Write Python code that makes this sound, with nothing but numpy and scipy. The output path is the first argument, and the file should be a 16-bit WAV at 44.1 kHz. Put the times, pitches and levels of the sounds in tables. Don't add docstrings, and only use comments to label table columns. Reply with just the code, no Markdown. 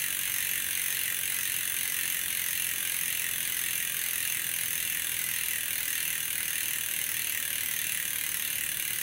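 import sys
import numpy as np
from scipy import signal
from scipy.fft import rfft, irfft, next_fast_len
from scipy.io import wavfile
from scipy.ndimage import map_coordinates

SR = 44100
rng = np.random.default_rng(int(sys.argv[2]) if len(sys.argv) > 2 else 0)


def transcribe(u):
    v = np.clip(np.atleast_2d(u).T, -1, 1)
    q = np.round(v * 32767).astype(np.int16)
    wavfile.write(sys.argv[1], SR, q)


N = 397782

TEETH = 24
AGE = np.arange(4096) / SR


def freehub():
    times, tooth, speed = ratchet(jitter_s=0.0001)
    impact = pawl_tick(tooth) + wheel_knock(tooth)
    ringing = rim_ring(tooth) + spoke_ring(tooth) + hub_ring(tooth) + frame_ring()
    hard_db = 1.3 * bell(tooth[:, None], centre=22.6, width=0.7)
    force = amp(hard_db + 0.21 * rng.standard_normal((len(times), 1)))
    force *= speed[:, None] ** 0.084
    return times, tooth, force * (treble_dip(impact, tooth) + ringing)


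def ratchet(jitter_s):
    t = np.arange(-SR // 4, N) / SR
    rate, slowing, easing = 46.829, 1.161, 0.01462
    teeth_passed = rate * t - slowing * t ** 2 / 2 + easing * t ** 3 / 6
    count = np.arange(int(teeth_passed[0]), int(teeth_passed[-1]) + 1)
    times = 0.0185 + np.interp(count, teeth_passed, t)
    gaps = np.gradient(times)
    late_s = 0.00035 * np.cos(wheel_angle(count, 8.7))
    late_s += jitter_s * rng.standard_normal(len(times))
    return times + late_s, count % TEETH, gaps[0] / gaps


def pawl_tick(tooth):
    # f/Hz, level/dB
    spectrum = [(3500, -55), (5200, -18.5), (6000, -8.5), (7000, -12.5), (7900, -6.5), (8350, -10.5),
                (8850, -2.5), (9350, -1.5), (9850, -0.5), (10500, -6), (11000, 0.5), (11900, -2),
                (13500, -2), (15800, -3.5)]
    gain = amp(swing(tooth, once=(0.3, 17), twice=(0.1, 12.7), wear_db=0.3) - 3.0)
    return gain * struck(crowded_notes(tooth, spectrum, fresh=0.69), attack_s=0.00037, fade_s=0.026)


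def wheel_knock(tooth):
    # f/Hz, level/dB
    spectrum = [(400, -36), (800, -25), (1300, -17.5), (1680, -2), (2050, -3.5), (2550, -2), (2800, -1),
                (3270, -6.5), (3480, -7), (3720, -10.5), (3980, -7), (4550, -14.5), (4850, -18.5),
                (7000, -64)]
    gain = amp(swing(tooth, once=(0.3, 18), twice=(0.4, 9), wear_db=0.5) - 10.5)
    return gain * struck(crowded_notes(tooth, spectrum, fresh=0.79), attack_s=0.0005, fade_s=0.057)


def treble_dip(clicks, tooth):
    n = 2 * len(AGE)
    band = bell(np.fft.rfftfreq(n, 1 / SR), centre=5200, width=960)
    change_db = swing(tooth, once=(1.5, 15.5), twice=(0.5, 10.5), wear_db=0.3)
    return irfft(rfft(clicks, n) * amp(change_db * band))[:, :len(AGE)]


def rim_ring(tooth):
    # first tooth, last tooth, start f/Hz, end f/Hz
    slides = [(8, 20, 2190, 1780), (21, 31, 2190, 1550)]
    hz = np.zeros((TEETH, 1))
    for first, last, start_hz, end_hz in slides:
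        teeth = np.arange(first, last + 1) % TEETH
        hz[teeth, 0] = np.linspace(start_hz, end_hz, len(teeth))
    swell_db = 8.5 * bell(hz[tooth], centre=1890, width=75)
    return amp(swell_db - 19.6) * note(tooth, hz[tooth], fade_s=0.027, scatter=0.24)


def spoke_ring(tooth, spread_hz=58):
    low_db = swing(tooth, once=(2.2, 19.4), twice=(1.64, 10.4), wear_db=1.2)
    low_hz = 2804 - 15 * low_db + spread_hz * quirk(tooth)
    low = amp(low_db - 22.0) * note(tooth, low_hz, fade_s=0.033, scatter=0.27)
    high_hz = 3514 + spread_hz * quirk(tooth)
    high_db = swing(tooth, once=(3, 12.5), twice=(4.2, 3.8), wear_db=4.6)
    high = amp(high_db - 26.5) * note(tooth, high_hz, fade_s=0.038, scatter=0.3)
    return low + high


def hub_ring(tooth):
    # f/Hz, level/dB, time to fade by 60 dB/s
    notes = [(6320, 0, 0.03), (6417, -3, 0.04), (9880, 4.5, 0.0059), (10990, 1, 0.011)]
    gain = amp(swing(tooth, once=(0.73, 19), twice=(0.27, 9.5), wear_db=1.2) - 22)
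    return gain * sum(amp(db) * note(tooth, hz, fade_s, scatter=0.83) for hz, db, fade_s in notes)


def frame_ring():
    # f/Hz, level/dB, time to fade by 60 dB/s
    notes = [(593, -10, 0.053), (943, -7, 0.063), (1023, -5.5, 0.12), (1198, -3, 0.047), (1553, 2.5, 0.12)]
    rings = [amp(db) * struck(np.sin(2 * np.pi * hz * AGE), 0.00038, fade_s) for hz, db, fade_s in notes]
    return amp(-33.5) * sum(rings)


def room(clicks, tooth, first_wall_s, steady):
    # f/Hz, time to fade by 60 dB/s
    fade_times = [(300, 0.34), (2000, 0.28), (7000, 0.44), (12000, 0.17), (15800, 0.28)]
    noise = rng.standard_normal((TEETH, 2 * len(AGE)))
    noise += steady * rng.standard_normal(2 * len(AGE))
    hz, t, bands = signal.stft(noise, SR, nperseg=256)
    fade = amp(-60 * t / value_at(fade_times, hz)[:, None])
    tails = signal.istft(bands * fade, SR, nperseg=256)[1]
    delay = np.arange(tails.shape[1]) / SR
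    tails *= 1 - np.exp(-(delay / first_wall_s) ** 2)
    tails /= np.linalg.norm(tails, axis=1, keepdims=True)
    return signal.fftconvolve(clicks, tails[tooth], axes=1)


def ventilation(rush_db, waver):
    # f/Hz, level/dB
    spectrum = [(20, -40), (33, -22), (42, 0.5), (70, -3.5), (100, 0.5), (160, 0.5), (240, -3.5), (300, -2),
                (450, -8), (600, -7), (800, -14), (1500, -11), (6000, -21)]
    # f/Hz, level/dB
    tones = [(49.5, -69), (99, -64), (142, -71.5), (161.5, -65)]
    t = np.arange(N) / SR
    rush = coloured(rng.standard_normal(next_fast_len(N)), spectrum)[:N]
    hum = np.zeros(N)
    for hz, db in tones:
        drift = map_coordinates(rng.standard_normal(64), [t * 3])
        hum += amp(db) * np.sqrt(2) * np.sin(2 * np.pi * hz * t + waver * drift)
    return amp(rush_db) * rush / rush.std() + hum


def crowded_notes(tooth, spectrum, fresh):
    own = rng.standard_normal((TEETH, len(AGE)))[tooth]
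    return coloured(own + fresh * rng.standard_normal(own.shape), spectrum)


def note(tooth, hz, fade_s, scatter):
    phase = rng.uniform(0, 2 * np.pi, TEETH)[tooth] + scatter * rng.standard_normal(len(tooth))
    return struck(np.sin(2 * np.pi * hz * AGE + phase[:, None]), attack_s=0.0014, fade_s=fade_s)


def struck(vibration, attack_s, fade_s):
    shaped = vibration * (1 - np.exp(-(AGE / attack_s) ** 2)) * amp(-60 * AGE / fade_s)
    return shaped / np.linalg.norm(shaped, axis=-1, keepdims=True)


def swing(tooth, once, twice, wear_db):
    (once_db, once_at), (twice_db, twice_at) = once, twice
    turning = once_db * np.cos(wheel_angle(tooth, once_at))
    turning += twice_db * np.cos(2 * wheel_angle(tooth, twice_at))
    return turning[:, None] + wear_db * quirk(tooth)


def quirk(tooth):
    own = rng.standard_normal((TEETH, 1))
    return ((own - own.mean()) / own.std())[tooth]


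def wheel_angle(tooth, from_tooth):
    return 2 * np.pi * (tooth - from_tooth) / TEETH


def amp(db):
    return 10 ** (np.asarray(db) / 20)


def bell(x, centre, width):
    return np.exp(-((x - centre) / width) ** 2)


def value_at(points, hz):
    freqs, values = np.transpose(points)
    return np.interp(np.log(hz + 1), np.log(freqs), values)


def coloured(noise, spectrum):
    n = noise.shape[-1]
    gain = amp(value_at(spectrum, np.fft.rfftfreq(n, 1 / SR)))
    return irfft(rfft(noise) * gain, n)


def laid_out(times, rows):
    place = np.round((times + 1) * SR).astype(int)[:, None] + np.arange(rows.shape[1])
    return np.bincount(place.ravel(), rows.ravel(), N + SR)[SR:N + SR]


def scene():
    times, tooth, clicks = freehub()
    echoes = amp(-1.0) * room(clicks, tooth, first_wall_s=0.0033, steady=0.4)
    air = ventilation(rush_db=-52, waver=0.64)
    return (laid_out(times, clicks) + laid_out(times, echoes) + air)[None]


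def record(dry):
    n = next_fast_len(N + SR // 2)
    hz = np.fft.rfftfreq(n, 1 / SR)
    return irfft(rfft(dry, n) * (hz < 15790), n)[..., :N]


dry = scene()
out = record(dry)
transcribe(out)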